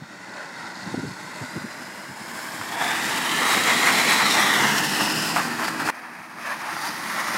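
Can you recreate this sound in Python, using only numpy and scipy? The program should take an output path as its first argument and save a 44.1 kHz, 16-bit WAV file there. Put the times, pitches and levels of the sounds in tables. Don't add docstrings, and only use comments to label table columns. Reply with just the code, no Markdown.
import sys
import numpy as np
from scipy import signal
from scipy.fft import rfft, irfft, next_fast_len
from scipy.io import wavfile
from scipy.ndimage import uniform_filter1d

SR = 44100
rng = np.random.default_rng(int(sys.argv[2]) if len(sys.argv) > 2 else 0)


def generate_wav(sig):
    pcm = np.round(np.clip(np.atleast_2d(sig).T, -1, 1) * 32767).astype(np.int16)
    wavfile.write(sys.argv[1], SR, pcm)


N = 325017
TIME_S = np.arange(N) / SR
RUN2_S, TAIL_TURN_S = 5.904, 4.24

# t/s, crunch level/dB, spray level/dB
TYRES_RUN1 = [(0, -46, -54), (.12, -43, -50.5), (.38, -38.5, -49), (.88, -37, -44.5), (1.15, -39.5, -46),
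              (1.35, -36.5, -44), (2.1, -39.5, -46.5), (2.4, -35, -40.5), (2.7, -33.5, -39),
              (2.85, -28, -32.5), (3.3, -26.5, -30), (3.5, -24, -26.5), (4.35, -21, -24), (4.65, -21, -27),
              (4.92, -27, -28), (5.25, -28.5, -28), (5.5, -29.5, -36.5), (5.9, -30.5, -39)]
TYRES_RUN2 = [(5.9, -37.5, -51), (6.05, -37.5, -52.5), (6.33, -41, -52.5), (6.45, -32, -43),
              (6.62, -36, -45.5), (6.8, -33.5, -38.5), (6.97, -32.5, -38.5), (7.37, -26, -34)]
# t/s, crunch gain/dB, spray gain/dB, width/s
SLIPS = [(0.386, 3, 2, 0.029), (0.64, 2.5, 1, 0.032), (2.784, 2.5, -1, 0.027), (2.904, 4, 1, 0.059),
         (3.436, 3.5, -0.5, 0.032), (3.531, 4, 2.5, 0.024), (3.701, 6, 2, 0.026), (3.885, 6, 1, 0.026),
         (4.12, 2, 3, 0.024), (4.22, 4, 0, 0.016), (4.323, -3.5, 2.5, 0.015), (4.39, 2.5, 1, 0.023),
         (4.51, 1.5, 0, 0.013), (4.785, 0, 3.5, 0.0045), (4.998, 2.5, 1, 0.023), (5.651, 2.5, 6, 0.01),
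         (5.684, -1, 4.5, .008), (5.87, 0, 5, 0.011), (6.517, 6.5, 4, 0.031), (6.687, 6, 1.5, 0.05),
         (6.85, 4.5, 3.5, 0.044), (7.19, 2, -1, 0.04)]
# t/s, angle (0 end-on, 1 broadside)
ANGLE_RUN1 = [(1.42, 0), (1.8, .09), (2.2, .19), (2.55, .28), (2.8, .48), (3.0, .66), (3.4, .86),
              (4.0, .99), (4.25, .92), (4.4, .57), (4.55, .33), (4.85, .1), (5.15, .035), (5.45, 0)]
ANGLE_RUN2 = [(5.9, 0.096), (6.5, 0.3), (7.37, 0.89)]
# f/Hz, level/dB
ROLLING_RUN1 = [(180, -43), (300, 15), (590, -7.5), (863, 1.5), (1490, 0), (1970, -4), (2560, -8),
                (3570, -10.5), (4490, -11.5), (5390, -12.5), (6050, -16), (6600, -15), (7370, -14),
                (12300, -22.5), (15500, -29)]
ROLLING_RUN2 = [(180, -34), (300, -4), (331, -6), (424, -19), (492, -8), (571, -7), (937, -1), (1220, -0.5),
                (1510, -4.5), (1810, -3.5), (2880, -14.5), (4720, -10), (7620, -15.5), (10600, -17.5),
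                (15500, -26.5)]
# end-on f/Hz, broadside f/Hz, sweep exponent, rear shift/Hz,
# front gain/dB, broadside gain/dB, rear gain/dB, width/Hz
LOBES_RUN1 = [(587, 926, 1.47, 60, 12, -4.5, 3, 30), (1223, 1500, 0.56, -55, -8.5, -1.5, -2.5, 89),
              (1380, 2037, 0.8, 314, 4, 7.5, 3.1, 180), (1987, 2760, 1.17, -4, 6.5, -2.5, 6.5, 113),
              (2290, 3680, 1, -200, -1.5, -10, -6, 157), (2810, 4100, 1.03, 0, 3.5, 2, -0.5, 110),
              (2855, 3730, 1.7, -90, -6, 8.5, 0.5, 270), (3120, 4840, 0.88, 300, -4.5, -1, -2.5, 310),
              (3950, 4900, 0.58, -2, 1, 0.5, 0, 100), (4140, 5430, 0.39, 30, -5.5, 4.5, -.7, 130),
              (4350, 5430, 0.28, 0, 6.5, -4, -1.5, 140), (4680, 5900, 0.3, 22, -2.5, 0, 4.5, 480),
              (6640, 7800, 0.55, 0, 2, -1, 0, 130)]
# end-on f/Hz, broadside f/Hz, gain/dB, width/Hz
LOBES_RUN2 = [(1660, 2070, 4.5, 150), (3150, 3800, 1.5, 160), (4300, 4900, 0.5, 160), (7450, 7800, -5, 480)]
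# t/s, f/Hz, gain/dB, width/s, width/Hz, glide/(Hz/s)
JETS = [(.85, 5100, 3, .35, 150, 0), (2.05, 5120, 4.5, 0.3, 220, 600), (2.804, 780, 6.5, 0.062, 150, 0),
        (2.863, 3600, 7.5, .06, 200, 0), (3.252, 3150, 5.5, .13, 171, 0), (4.116, 2400, 5.5, 0.15, 130, 7),
        (4.3, 4060, 6.5, 0.076, 270, -400), (4.34, 5560, 6.5, 0.08, 250, 7),
        (4.532, 3680, 11, 0.086, 340, -900), (4.665, 6000, 5, 0.045, 170, 0),
        (4.63, 1820, 5, 0.21, 170, -400), (5.04, 2770, 5.5, 0.22, 220, -200),
        (5.12, 5150, 3.5, 0.23, 220, -1100), (5.68, 4750, 4, 0.025, 220, 0), (6.2, 2440, 7.5, 0.3, 170, 0),
        (6.5, 1810, 1.5, 0.036, 120, 0), (6.83, 4720, 8, .06, 120, 1000)]
# t/s, relative level/dB, length/s
RIDGES = [(2.816, -22.5, 0.0099), (3.465, -19, 0.0079), (4.64, -23, 0.028), (5.007, -22, 0.0072),
          (5.074, -24, .008), (5.36, -19.5, 0.008), (5.366, -16, 0.034), (5.588, -24, .024),
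          (5.616, -25, 0.018), (5.646, -23, .013), (5.681, -21, 0.0076), (5.795, -22, 0.027),
          (5.856, -26, 0.0095), (5.876, -20.5, 0.013), (5.883, -17.5, 0.052)]
# t/s, level/dB
KNOCKS = [(2.6132, -11), (2.815, -10), (3.461, -11), (3.687, -6), (3.879, -17), (4.637, -8), (5.008, -12),
          (5.08, -14), (5.3615, -2), (5.367, -4), (5.381, -10), (5.795, -13), (5.8875, -2), (6.766, -11)]
# f/Hz, level/dB, t60/s
UNDERBODY_MODES = [(700, -7, 0.022), (990, -2, 0.019), (1460, -1, 0.017), (1970, -4, 0.015),
                   (2670, -10, .009)]
# f/Hz, level/dB
RUMBLE_SPECTRUM = [(25, -40), (45, -26), (65, -24), (90, -14.5), (130, -5), (200, 0.5), (260, 0.5),
                   (330, 2), (420, -14.5), (560, -10.5), (900, -15.5), (2000, -64)]
# t/s, firing f/Hz, relative level/dB
ENGINE_RUN1 = [(0, 62, -60), (.6, 62, -53), (1.8, 61, -53), (2.3, 76, -52), (2.9, 84, -49),
               (3.4, 83.5, -42), (3.9, 82.7, -36.5), (4.3, 77, -44), (4.65, 71.5, -36), (4.9, 76.5, -38),
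               (5.15, 79.5, -37.5), (5.38, 81.5, -37), (5.5, 79, -36), (5.65, 80, -43), (5.9, 81.5, -52)]
ENGINE_RUN2 = [(5.9, 82.5, -55), (6.35, 81, -52), (6.65, 78, -52.5), (6.9, 75.5, -51), (7.15, 71, -48),
               (7.37, 70, -48)]
# order of the firing rate, level/dB
EXHAUST_ORDERS = [(2, -11), (2.5, -14), (3, 0), (4, -7), (5, -11), (6, -20), (8, -19)]
# t/s, order, gain/dB, width/s
BOOMS = [(2.5, 2, 6, .4), (2.5, 4, 10, .12), (3.74, 5, 9, .08), (4.67, 6, 13, .07), (4.85, 2, 8, 0.33),
         (5.03, 4, 8, .2), (4.6, 2, 5, .12), (5.15, 3, -6, .18), (5.33, 2, 8, 0.073), (5.52, 3, 6, .06),
         (6.35, 5, 3, .3), (6.45, 4, 6, .15)]
# t/s, level/dB
GRIT_LEVEL = [(0, -64), (.5, -56), (.75, -50), (1.0, -51), (1.25, -60), (1.8, -80)]
# low f/Hz, high f/Hz
GRIT_BAND_HZ = [3800, 5360]
# t/s, level/dB, width/s
GUSTS = [(0.016, -37.5, 0.018), (0.644, -49, .01), (0.849, -43, 0.03), (0.879, -32.5, 0.01),
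         (0.926, -35, 0.0091), (0.945, -20, 0.0027), (0.986, -26, 0.015), (1.043, -26.5, 0.0089),
         (1.077, -32, 0.012), (1.115, -35, .008), (1.427, -30, 0.011), (1.569, -26, 0.0084),
         (1.615, -38, .012), (1.649, -28, 0.0064), (2.104, -40.5, 0.011), (2.216, -38, 0.0041),
         (2.604, -39.5, 0.016), (6.196, -46, 0.0092)]


def tyres(slip_db=0.76, lurch_db=0.18, spatter_db=0.53):
    crunch_db, spray_db = both_runs(TYRES_RUN1, TYRES_RUN2)
    for t_s, crunch_gain_db, spray_gain_db, width_s in SLIPS:
        bite = bell(TIME_S, t_s, width_s)
        crunch_db += crunch_gain_db * bite
        spray_db += spray_gain_db * bite
    grip_db = slip_db * drift(21)
    crunch = tyre_horn(grains(per_s=3600, spread_db=2.0, share=0.33))
    crunch = cut(crunch, 554, "high", order=5)
    crunch = evened(cut(crunch, 2870, "low", order=8))
    spray = tyre_horn(grains(per_s=6000, spread_db=2.2, share=0.45))
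    spray = evened(cut(spray, 2476, "high", order=8))
    crunch *= from_db(crunch_db + grip_db + lurch_db * drift(13))
    spray *= from_db(spray_db + 0.8 + grip_db + spatter_db * drift(90))
    return crunch + spray


def grains(per_s, spread_db, share):
    sizes = from_db(spread_db * np.minimum(rng.exponential(1, N), 4)) * rng.choice([-1, 1], N)
    snaps = rms_one(sizes * (rng.random(N) < per_s / SR))
    return np.sqrt(share) * snaps + np.sqrt(1 - share) * rng.standard_normal(N)


def tyre_horn(contact, near_s=2.43, dull_db=17.5, echo_db=1.4, scatter_db=1.4):
    hz, t_s, frames = signal.stft(contact, SR, nperseg=1024, noverlap=768)
    hz = hz[:, None]
    colour_db = np.where(t_s < RUN2_S, at_hz(ROLLING_RUN1, hz), at_hz(ROLLING_RUN2, hz))
    colour_db += horn_lobes_db(hz, t_s) + slush_jets_db(hz, t_s)
    far = 1 - ramp(t_s, 0, near_s)
    spacing_hz = 577 * (1 + 0.48 * in_time(ANGLE_RUN1, t_s)[0])
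    colour_db -= dull_db * far * (hz / 12000) ** 2
    colour_db -= echo_db * np.sqrt(far) * np.cos(2 * np.pi * hz / spacing_hz)
    colour_db += scatter_db * scatter(colour_db.shape)
    return signal.istft(frames * from_db(colour_db), SR, nperseg=1024, noverlap=768)[1][:N]


def horn_lobes_db(hz, t_s, treble_db=2):
    angle = both_runs(ANGLE_RUN1, ANGLE_RUN2, t_s)[0]
    rear = behind(t_s)
    run1_db = (1 - angle) * treble_db * (hz / 12000) ** 2
    for end_hz, side_hz, exponent, shift_hz, front_db, side_db, rear_db, width_hz in LOBES_RUN1:
        centre_hz = end_hz + (side_hz - end_hz) * angle ** exponent + rear * shift_hz
        end_db = (1 - rear) * front_db + rear * rear_db
        run1_db += ((1 - angle) * end_db + angle * side_db) * bell(hz, centre_hz, width_hz)
    run2_db = sum(gain_db * bell(hz, end_hz + (side_hz - end_hz) * angle, width_hz)
                  for end_hz, side_hz, gain_db, width_hz in LOBES_RUN2)
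    return np.where(t_s < RUN2_S, run1_db, run2_db)


def slush_jets_db(hz, t_s):
    return sum(gain_db * bell(t_s, at_s, width_s) * bell(hz, jet_hz + hz_per_s * (t_s - at_s), width_hz)
               for at_s, jet_hz, gain_db, width_s, width_hz, hz_per_s in JETS)


def scatter(shape, bins=3, frames=27):
    field = uniform_filter1d(rng.standard_normal(shape), bins, axis=0)
    for _ in range(2):
        field = uniform_filter1d(field, frames, axis=1)
    return rms_one(field)


def ridges(crack_s=0.004):
    envelope = np.zeros(N)
    for t_s, level_db, length_s in RIDGES:
        age_s = np.maximum(TIME_S - t_s, 0)
        same_run = (TIME_S < RUN2_S) == (t_s < RUN2_S)
        attack_s = 0.0007 * (length_s / 0.014) ** 2
        onset = 1 - np.exp(-age_s / attack_s)
        decay = bell(age_s, 0, length_s) + 0.8 * np.exp(-age_s / crack_s)
        envelope += same_run * from_db(level_db - 4) * onset * decay
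    cracks = grains(per_s=2200, spread_db=-5.0, share=0.53)
    body = cut(cracks, [620, 1950], "band", order=5)
    skirt = from_db(-15.5) * cut(cracks, [280, 5000], "band", order=1)
    return envelope * rms_one(body + skirt)


def knocks(uneven_db=2.0):
    t_s, level_db = np.transpose(KNOCKS)
    chance_db = uneven_db * rng.standard_normal((len(t_s), len(UNDERBODY_MODES)))
    mode_sum = sum(from_db(mode_db) for _, mode_db, _ in UNDERBODY_MODES)
    out = np.zeros(N)
    for k, (hz, mode_db, t60_s) in enumerate(UNDERBODY_MODES):
        clicks = np.zeros(N)
        clicks[(t_s * SR).astype(int)] = from_db(level_db + mode_db + chance_db[:, k]) / mode_sum
        out += (-1) ** k * ring(clicks, hz, t60_s)
    return out


def rumble(close_db=-33, close_spray_db=-23, lag_db_per_s=3.5, broadside_db=1, run2_db=-0.5):
    spray_db = both_runs(TYRES_RUN1, TYRES_RUN2)[1]
    level_db = close_db + 0.62 * (spray_db - close_spray_db)
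    level_db += lag_db_per_s * behind(TIME_S) * (TIME_S - TAIL_TURN_S)
    level_db += broadside_db * in_time(ANGLE_RUN1)[0] + run2_db * (TIME_S >= RUN2_S)
    size = next_fast_len(N, True)
    spectrum = from_db(at_hz(RUMBLE_SPECTRUM, np.fft.rfftfreq(size, 1 / SR)))
    shake = irfft(rfft(rng.standard_normal(size)) * spectrum, size)[:N]
    return evened(shake) * from_db(level_db + 1.7 * drift(13))


def engine(wobble=0.0033, wander_db=1.8, rough_db=2, gain_db=1):
    firing_hz, level_db = both_runs(ENGINE_RUN1, ENGINE_RUN2)
    phase_rad = 2 * np.pi * np.cumsum(firing_hz * (1 + wobble * drift(8.2))) / SR
    note = np.zeros(N)
    for order, order_db in EXHAUST_ORDERS:
        boom_db = sum(lift_db * bell(TIME_S, t_s, width_s)
                      for t_s, boom_order, lift_db, width_s in BOOMS if boom_order == order)
        gain = from_db(order_db + boom_db + wander_db * drift(5.9) + rough_db * drift(22))
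        note += gain * np.sin(order * phase_rad + rng.uniform(0, 2 * np.pi))
    return evened(note, size=20000) * from_db(level_db + gain_db)


def tyre_cavity(centre_hz=203, width_hz=14, rest_db=-71, loaded_db=-39):
    boom = cut(rng.standard_normal(N), [centre_hz - width_hz / 2, centre_hz + width_hz / 2], "band")
    load = ramp(TIME_S, start_s=3.14, length_s=0.91) - ramp(TIME_S, start_s=5.05, length_s=0.77)
    return evened(boom) * from_db(rest_db + (loaded_db - rest_db) * load)


def wheel_arches(gain_db=-16.5):
    spray_db = both_runs(TYRES_RUN1, TYRES_RUN2)[1]
    drumming = cut(grains(per_s=1300, spread_db=-3.0, share=0.96), [370, 460], "band")
    return rms_one(drumming) * from_db(spray_db + gain_db)


def grit(per_s=120, decay_s=0.002):
    snaps = (rng.random(N) < per_s / SR) * rng.uniform(0.4, 1, N)
    bursts = signal.lfilter([1], [1, -np.exp(-1 / (decay_s * SR))], snaps + 1e-18)
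    crackle = cut(bursts * rng.standard_normal(N), GRIT_BAND_HZ, "band", order=3)
    return rms_one(crackle) * from_db(in_time(GRIT_LEVEL)[0])


def gusts(faint_top_hz=184, reach_hz=3600, size=8192):
    out = np.zeros(N + 2 * size)
    offset_s = (np.arange(size) - size // 2) / SR
    for t_s, level_db, width_s in GUSTS:
        gain = from_db(level_db)
        swell = bell(offset_s, 0, width_s)
        eddy = cut(rng.standard_normal(size), faint_top_hz + reach_hz * gain, "low", order=5)
        eddy = cut(eddy, 110, "high", order=3) * swell
        start = int(t_s * SR) + size // 2
        out[start:start + size] += gain * eddy * np.sqrt(np.sum(swell ** 2) / np.sum(eddy ** 2))
    return cut(out[size:size + N], 87, "high", order=4)


def behind(t_s):
    return ramp(t_s, TAIL_TURN_S, length_s=0.35) * (t_s < RUN2_S)


def both_runs(run1, run2, t_s=TIME_S):
    return np.where(t_s < RUN2_S, in_time(run1, t_s), in_time(run2, t_s))


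def in_time(rows, t_s=TIME_S):
    known_s, *columns = np.transpose(rows)
    return [np.interp(t_s, known_s, column) for column in columns]


def at_hz(points, hz):
    known_hz, level_db = np.transpose(points)
    return np.interp(np.log(hz + 1), np.log(known_hz), level_db)


def drift(rate_hz):
    pole = np.exp(-40 * np.pi * rate_hz / SR)
    noise = rng.standard_normal(N // 20 + 4002)
    slow = signal.lfilter([1], [1, -2 * pole, pole * pole], noise)[4000:]
    return np.interp(np.arange(N) / 20, np.arange(len(slow)), rms_one(slow))


def ring(clicks, hz, t60_s):
    pole, step_rad = from_db(-60 / (t60_s * SR)), 2 * np.pi * hz / SR
    feedback = [1, -2 * pole * np.cos(step_rad), pole * pole]
    return signal.lfilter([0, np.sin(step_rad)], feedback, clicks + 1e-18)


def cut(x, hz, kind, order=2):
    return signal.sosfilt(signal.butter(order, hz, kind, fs=SR, output="sos"), x + 1e-18)


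def evened(x, size=9000):
    return x / np.sqrt(np.abs(uniform_filter1d(x ** 2, size)) + 1e-20)


def ramp(t_s, start_s, length_s):
    return np.clip((t_s - start_s) / length_s, 0, 1)


def bell(x, centre, width):
    return np.exp(-0.5 * ((x - centre) / width) ** 2)


def rms_one(x):
    return x / np.sqrt(np.mean(x ** 2) + 1e-20)


def from_db(db):
    return 10 ** (np.asarray(db) / 20)


def scene(hiss_db=-65):
    low_end = cut(rumble() + tyre_cavity() + engine(), 56, "high")
    street = tyres() + grit() + wheel_arches() + ridges() + knocks() + low_end + gusts()
    street += from_db(hiss_db) * rng.standard_normal(N)
    return np.array([street, street])


def record(dry):
    cutoff_hz = 15750
    return signal.sosfilt(signal.ellip(12, 0.1, 90, cutoff_hz, fs=SR, output="sos"), dry)


dry = scene()
out = record(dry)
generate_wav(out)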